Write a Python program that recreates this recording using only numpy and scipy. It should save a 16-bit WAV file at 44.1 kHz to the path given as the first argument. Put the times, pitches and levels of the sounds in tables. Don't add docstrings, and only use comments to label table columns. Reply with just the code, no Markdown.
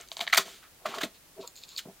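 import sys
import numpy as np
from scipy import signal
from scipy.fft import rfft, irfft
from scipy.io import wavfile

SR = 44100
rng = np.random.default_rng(int(sys.argv[2]) if len(sys.argv) > 2 else 0)


def unload_wav(signal):
    wavfile.write(
        sys.argv[1],
        SR,
        np.round(np.clip(np.atleast_2d(signal).T, -1, 1) * 32767).astype(np.int16),
    )


def volts_from_db(level):
    exponent = np.asarray(level, float) / 20
    return 10 ** exponent


N = 88200

# [t/s, peak level/dB, brightness/(dB/octave), knock passed to the bag/dB]
BUCKLE_TICKS = [(0.0115, -48, 39.5, -30), (0.0377, -38.5, -17, 1), (0.076, -36.5, 11, -27),
                (0.0866, -33.5, 17.5, -27), (0.1165, -17.5, 4.5, -1.5), (0.1684, -14.5, 8, -4.5),
                (0.1926, -17.5, 0.5, 1.5), (.2072, -15, -3, 5), (0.211, -6.5, -1, -12.5),
                (.233, -39, 0, 11), (0.24, -26.5, -10, 0), (.268, -18, -7, -2), (0.2753, -14, -10.5, -26),
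                (0.278, -11.5, -5, -5.5), (0.301, -35.5, 17.5, -11), (0.3325, -16, -4.5, -25),
                (0.3376, -7.5, 14, -34), (.3565, -15.5, -4.5, 4), (0.3758, -18.5, 27.5, 18.5),
                (0.3824, -3.5, -6, -47), (0.3876, -22.5, 2, -36), (.4795, -42, 0, 21.5),
                (.639, -38.5, 0, 6), (.942, -29, -18, -4)]
# [start t/s, length/s, level/dB, brightness/(dB/octave), share of the length spent rising]
WEBBING_RASPS = [(-.01, 0.068, -50.5, -0.5, 0.16), (.118, 0.037, -48.5, 4.5, 0.087),
                 (.172, 0.032, -45, 3.5, 0.035), (.2, 0.05, -37.5, 0.5, 0.15),
                 (.277, 0.058, -45.5, -1.5, 0.033), (.3235, 0.019, -23, -4, 0.37),
                 (.343, 0.012, -25.5, 1, 0.18), (.354, 0.015, -34.5, 3, 0.17),
                 (.3665, 0.023, -19, 3.5, 0.43), (.385, 0.046, -35, 2.5, 0.13), (.42, 0.19, -48.5, 2, 0.24),
                 (.62, 0.072, -60.5, -8.5, 0.14), (.853, 0.029, -36, -3.5, 0.24),
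                 (.875, 0.1, -44, -2.5, 0.14), (.93, 0.079, -42.5, -0.5, 0.22),
                 (.98, 0.012, -36, -2.5, 0.4), (1.002, 0.024, -32, -2.5, 0.53),
                 (1.025, 0.018, -30, -1, 0.61), (1.042, 0.022, -40, 2.5, 0.12), (.84, 0.023, -50, -7, 0.93),
                 (1.78, 0.028, -38, 2, 0.27)]
# [f/Hz, width/Hz, level/dB]
BUCKLE_MODES = [(1312, 1300, 2), (1700, 1100, -3), (2250, 950, -3.5), (3112, 1000, -3), (3790, 1470, -2.5),
                (4544, 1700, -5.5), (6260, 1770, -6), (7325, 730, -9), (8540, 2200, -7.5),
                (11460, 5200, -9.5), (14450, 2100, -2)]
# [t/s, peak level/dB, f/Hz, swell time/ms]
CONTACT_RINGS = [(.2062, -30.5, 2240, 2.2), (0.2038, -34, 3660, 1.3), (.219, -36, 692, 7),
                 (0.2779, -20.5, 1880, 0.98), (.2995, -36, 1950, 1.3), (.3265, -23, 4100, 1.5),
                 (0.3303, -13.5, 2020, 2), (.333, -17, 4120, 1), (.3345, -19, 2290, 2.8),
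                 (.337, -13.5, 1236, 1.34), (.345, -21, 1340, 1.33), (.3478, -16, 2250, 1.42),
                 (.356, -22, 3550, 1), (.359, -21.5, 1700, 1), (.3595, -25, 4260, 1.1),
                 (.3695, -19, 2300, 1.1), (.3755, -11.5, 2040, 1), (.379, -15.5, 4610, 2),
                 (.381, -17, 1443, 2), (.3855, -17.5, 1290, 1.8), (.3862, -17, 3560, 1),
                 (.8555, -28, 654, 5.63), (.857, -24.5, 1205, 2.2), (.8635, -31, 655, 8.1),
                 (.864, -29, 1140, 2.9), (1.04, -34.5, 636, 6.3), (.941, -30.5, 1254, 2.06),
                 (.948, -32, 970, 2.15), (1.0125, -25.5, 1560, 1.47), (1.034, -26, 3670, 1.2),
                 (1.0355, -27, 1936, 1.8), (1.035, -27.5, 259, 4.3), (1.039, -23, 4170, 1.03),
                 (1.058, -36.5, 230, 5.65), (1.366, -49.5, 397, 7), (1.378, -44.5, 625, 8),
                 (1.391, -42, 640, 14), (1.392, -38, 409.4, 11.3), (1.424, -47, 586, 6),
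                 (1.438, -48, 956, 9.9), (1.44, -45.5, 482, 9.9), (1.7195, -54, 4230, 1.5),
                 (1.7639, -28, 4440, 1.2), (1.782, -26.5, 4030, 0.88), (1.792, -33, 3100, 1.56),
                 (.212, -49.5, 229, 10), (1.858, -43, 359, 6.9), (1.858, -42.5, 176, 7.3),
                 (1.885, -43.5, 190, 9), (1.8855, -42, 690, 2.3)]
# [t/s, peak level/dB, brightness/(dB/octave)]
STRAP_TICKS = [(1.464, -35, -5), (1.4755, -27, 15.5), (1.556, -31, 4), (1.5632, -34.5, 16),
               (1.5753, -35, -17), (1.636, -21, -1), (1.6384, -39, -13), (1.69, -32.5, 15.5),
               (1.7625, -50, -23), (1.7655, -48, 4.5), (1.775, -19.5, 7.5), (1.7825, -32, 10),
               (1.7884, -29, 11.5), (1.795, -40, -2)]
# [start t/s, length/s, level/dB, brightness/(dB/octave), share spent rising]
STRAP_SLIDES = [
    (1.13, 0.052, -56, -10, .4),
    (1.552, 0.016, -63, 8, 0.33),
    (1.395, 0.075, -49, -5.5, 0.26),
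    (1.47, 0.02, -53, 9, 0.14),
    (1.548, 0.073, -53.5, 4, 0.35),
    (1.59, 0.056, -50.5, -3, 0.95),
    (1.665, 0.14, -50.5, -2.5, 0.17),
    (1.757, 0.019, -45, -1, 0.41),
    (1.77, 0.018, -33.5, 0.5, 0.61),
]
# [f/Hz, width/Hz, level/dB]
STRAP_MODES = [(2490, 1800, -7.5), (3700, 1100, -1.5), (4260, 590, 0), (4720, 1400, -2.5),
               (6750, 600, -3.5), (7450, 580, -5), (8400, 2900, -15.5), (14500, 1700, 2)]
# [start t/s, length/s, level/dB, place/octaves from 500 Hz, share spent rising]
CLOTH_PUSHES = [(-.01, 0.038, -55, 0.029, 0.15), (.2, 0.046, -46, 0.58, 0.1), (.328, 0.022, -25, 1.2, 0.17),
                (.372, 0.02, -27.5, 1.66, 1), (.38, 0.0267, -34.5, -0.71, 0.083),
                (.41, 0.14, -57, -0.34, 0.34), (.77, 0.094, -55, 0.52, 1), (.86, 0.018, -35.5, 0.055, 0.12),
                (.865, 0.066, -45, -0.52, 0.19), (.88, 0.062, -42.5, 1.18, 0.54),
                (.93, 0.065, -32, 1.89, 0.14), (.9, 0.085, -45, -0.062, 0.96),
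                (1.005, 0.062, -39, 0.93, 0.1), (1.028, 0.029, -38, -0.73, 0.25),
                (1.362, 0.055, -47.5, -0.58, 0.71), (1.42, 0.068, -46.5, 1.67, 0.16),
                (1.853, 0.054, -46.5, -0.97, 0.041), (1.882, 0.043, -58, -0.28, 0.054),
                (1.7, 0.096, -43, 2.45, 0.31)]
# [t/s, peak level/dB, place struck/octaves from 500 Hz]
BAG_SLAPS = [
    (.856, -14, 0.47),
    (1.368, -40, 0.021),
    (1.395, -26, -0.15),
    (1.398, -47, 0.28),
    (1.8538, -33.5, 0.42),
    (1.8965, -28.5, -0.072),
]
# [f/Hz, width/Hz, level/dB]
BAG_MODES = [(179, 43, 0), (241, 72, -1), (343, 84, -5), (399, 88, 0), (483, 25, -9), (646.3, 69, 2),
             (916, 170, -6.5), (1096, 57, -5), (1330, 180, -12.5)]
# [f/Hz, level/(dB per Hz)]
HISS_SPECTRUM = [(12, -42), (20, -2), (120, -4), (163, -5), (606, -8.5), (976, -10.5), (1220, -10.5),
                 (2820, -11.5), (16000, -14)]
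# [f/Hz, likeness from 0 to 1]
HISS_LIKENESS = [(40, 0.64), (550, 0.77), (1650, 0.34), (5000, 0.11), (15000, 0.018)]

TICK_GAIN_DB, TICK_SCATTER_DB, CONTACT_S = 5.5, 1.5, 0.0007
TAP_TOP_LOSS_DB = 12
TOP_FADE = 0.17
RASP_SLIPS_PER_S, RASP_SPREAD_DB, RASP_SMOOTH = 3600, 0.95, 0.76
RING_LEAD, RING_ROUNDNESS = 0.595, 2.6
KNOCK_GAIN_DB, SLAP_GAIN_DB = 7.5, 10.5
PUSH_SLIPS_PER_S, PUSH_SPREAD_DB, PUSH_SMOOTH, PUSH_FOCUS_DB = 500, 2.3, 0.75, 10.5
SHED_T60_S, SHED_TREBLE_T60_S, SHED_DB = 0.15, 0.07, -15.5
WALL_CUT_HZ = 11025
HISS_DB = -56.5
TOP_HZ = 16000


def buckle():
    s, db, tilt, _ = np.transpose(BUCKLE_TICKS)
    ticks = struck(s, BUCKLE_MODES, db + TICK_GAIN_DB, tilt, tapped)
    slips = grains(RASP_SLIPS_PER_S, RASP_SPREAD_DB)
    return ticks + rubbed(WEBBING_RASPS, BUCKLE_MODES, slips, RASP_SMOOTH, tilted)


def struck(s, body, level_db, place, colour, count=2):
    at = (s * SR).astype(int)
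    t = np.arange(200) / SR
    luck = rng.standard_normal((len(at), len(body)))
    out = 0
    for k, (hz, width, db) in enumerate(body):
        top_loss = (hz > SR / 4) * TAP_TOP_LOSS_DB
        scatter = TICK_SCATTER_DB * luck[:, k]
        clicks = np.zeros(N)
        clicks[at] = volts_from_db(level_db + db + colour(place, hz) - top_loss + scatter)
        contact = np.exp(-t / CONTACT_S) * np.cos(2 * np.pi * hz * t)
        drive = np.convolve(clicks, contact)[:N]
        ringing = resonate(drive, hz, width, count) * np.sqrt(width / SR) / 4
        out = out + (-1) ** k * ringing
    return out


def rubbed(rows, body, slips, smooth, colour, count=2):
    power = strokes(rows) ** 2
    table = np.array(rows)
    level_db, place = table[:, 2], table[:, 3]
    out = 0
    for k, (hz, width, db) in enumerate(body):
        top_fade = (hz > SR / 5) * TOP_FADE * (level_db + 32)
        gain = volts_from_db(level_db + db + colour(place, hz) + top_fade)
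        friction = slips + smooth * rng.standard_normal(N)
        drive = np.sqrt(gain ** 2 @ power) * friction
        out = out + (-1) ** k * resonate(drive, hz, width, count) / 2
    return out


def strokes(rows):
    start, length, rise = np.array(rows)[:, [0, 1, 4]].T[:, :, None]
    x = (np.arange(N) / SR - start) / length
    rise = np.clip(rise, 0.03, 1.1)
    ramps = np.minimum(x / rise, (1.3 - x) / (1.3 - rise))
    return np.clip(ramps, 0, 1) ** 1.4


def grains(per_s, spread_db):
    excess = np.minimum(rng.exponential(1, N), 3)
    sizes = volts_from_db(spread_db * excess) * rng.choice([-1, 1], N)
    return rms_one(sizes * (rng.random(N) < per_s / SR))


def resonate(x, hz, width_hz, count):
    r = np.exp(-np.pi * min(width_hz, hz / 3.5) / SR)
    w = 2 * np.pi * hz / SR
    sos = [(1 - r * r) / 2, 0, (r * r - 1) / 2, 1, -2 * r * np.cos(w), r * r]
    return signal.sosfilt([sos] * count, x + 1e-18) * np.sqrt(SR / width_hz)


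def tilted(brightness, hz):
    octaves = np.log2(hz / 3500)
    return brightness * np.minimum(octaves, 1.2) - 2.03 * octaves ** 2


def tapped(brightness, hz):
    return tilted(brightness, hz) - 10.0 * np.log2(hz / 3500) ** 2


def rings():
    out = np.zeros(N + SR)
    t = np.arange(SR // 10) / SR
    for s, db, hz, swell_ms in CONTACT_RINGS:
        swell = swell_ms / 1000
        at = int((s - RING_LEAD * swell) * SR)
        envelope = (t / swell * np.exp(1 - t / swell)) ** RING_ROUNDNESS
        out[at:at + len(t)] += volts_from_db(db) * envelope * np.sin(2 * np.pi * hz * t)
    return signal.sosfilt(signal.butter(2, 130, "high", fs=SR, output="sos"), out[:N])


def strap_end():
    s, db, tilt = np.transpose(STRAP_TICKS)
    ticks = struck(s, STRAP_MODES, db, tilt, tilted)
    return ticks + rubbed(STRAP_SLIDES, STRAP_MODES, grains(2800, 1.7), 0.33, tilted)


def bag():
    s, db, _, knock_db = np.transpose(BUCKLE_TICKS)
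    knocks = struck(s, BAG_MODES, db + knock_db + KNOCK_GAIN_DB, 0.87, placed, count=1)
    s, db, place = np.transpose(BAG_SLAPS)
    slaps = struck(s, BAG_MODES, db + SLAP_GAIN_DB, place, placed, count=1)
    slips = grains(PUSH_SLIPS_PER_S, PUSH_SPREAD_DB)
    pushes = rubbed(CLOTH_PUSHES, BAG_MODES, slips, PUSH_SMOOTH, placed, count=1)
    cloth = signal.butter(2, [120, 1600], "band", fs=SR, output="sos")
    return signal.sosfilt(cloth, knocks + slaps + pushes)


def placed(place, hz):
    return -PUSH_FOCUS_DB * (np.log2(hz / 500) - place) ** 2


def shed(x):
    t = np.arange(SR) / SR
    build_up = np.clip(t / 0.0096, 0, 1)
    noise = rng.standard_normal(SR) * volts_from_db(-60 * t / SHED_T60_S) * build_up
    dull = signal.sosfilt(signal.butter(2, WALL_CUT_HZ, fs=SR, output="sos"), noise)
    tail = dull + (noise - dull) * volts_from_db(-60 * t / SHED_TREBLE_T60_S)
    return volts_from_db(SHED_DB) * signal.fftconvolve(x, tail / np.sqrt(np.sum(tail ** 2)))[:N]


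def hiss():
    hz = np.maximum(np.fft.rfftfreq(N, 1 / SR), 10)
    alike = np.clip(at_hz(HISS_LIKENESS, hz), 0, 1)
    mid, side = rfft(rng.standard_normal((2, N))) * volts_from_db(at_hz(HISS_SPECTRUM, hz))
    both = np.sqrt(1 + alike) * mid + np.sqrt(1 - alike) * side * [[1], [-1]]
    return volts_from_db(HISS_DB) * rms_one(irfft(both, N))


def at_hz(points, hz):
    table_hz, value = np.transpose(points)
    return np.interp(np.log(hz), np.log(table_hz), value)


def rms_one(x):
    return x / np.sqrt(np.mean(x ** 2) + 1e-20)


def scene():
    near = buckle() + rings() + strap_end() + bag()
    return near + shed(near) + hiss()


def roll_off(x):
    return signal.sosfilt(signal.butter(12, 16140, fs=SR, output="sos"), x)


def record(dry):
    passed = np.fft.rfftfreq(N, 1 / SR) < TOP_HZ
    mix = irfft(rfft(dry) * passed, N)
    return roll_off(mix)


dry = scene()
out = record(dry)
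unload_wav(out)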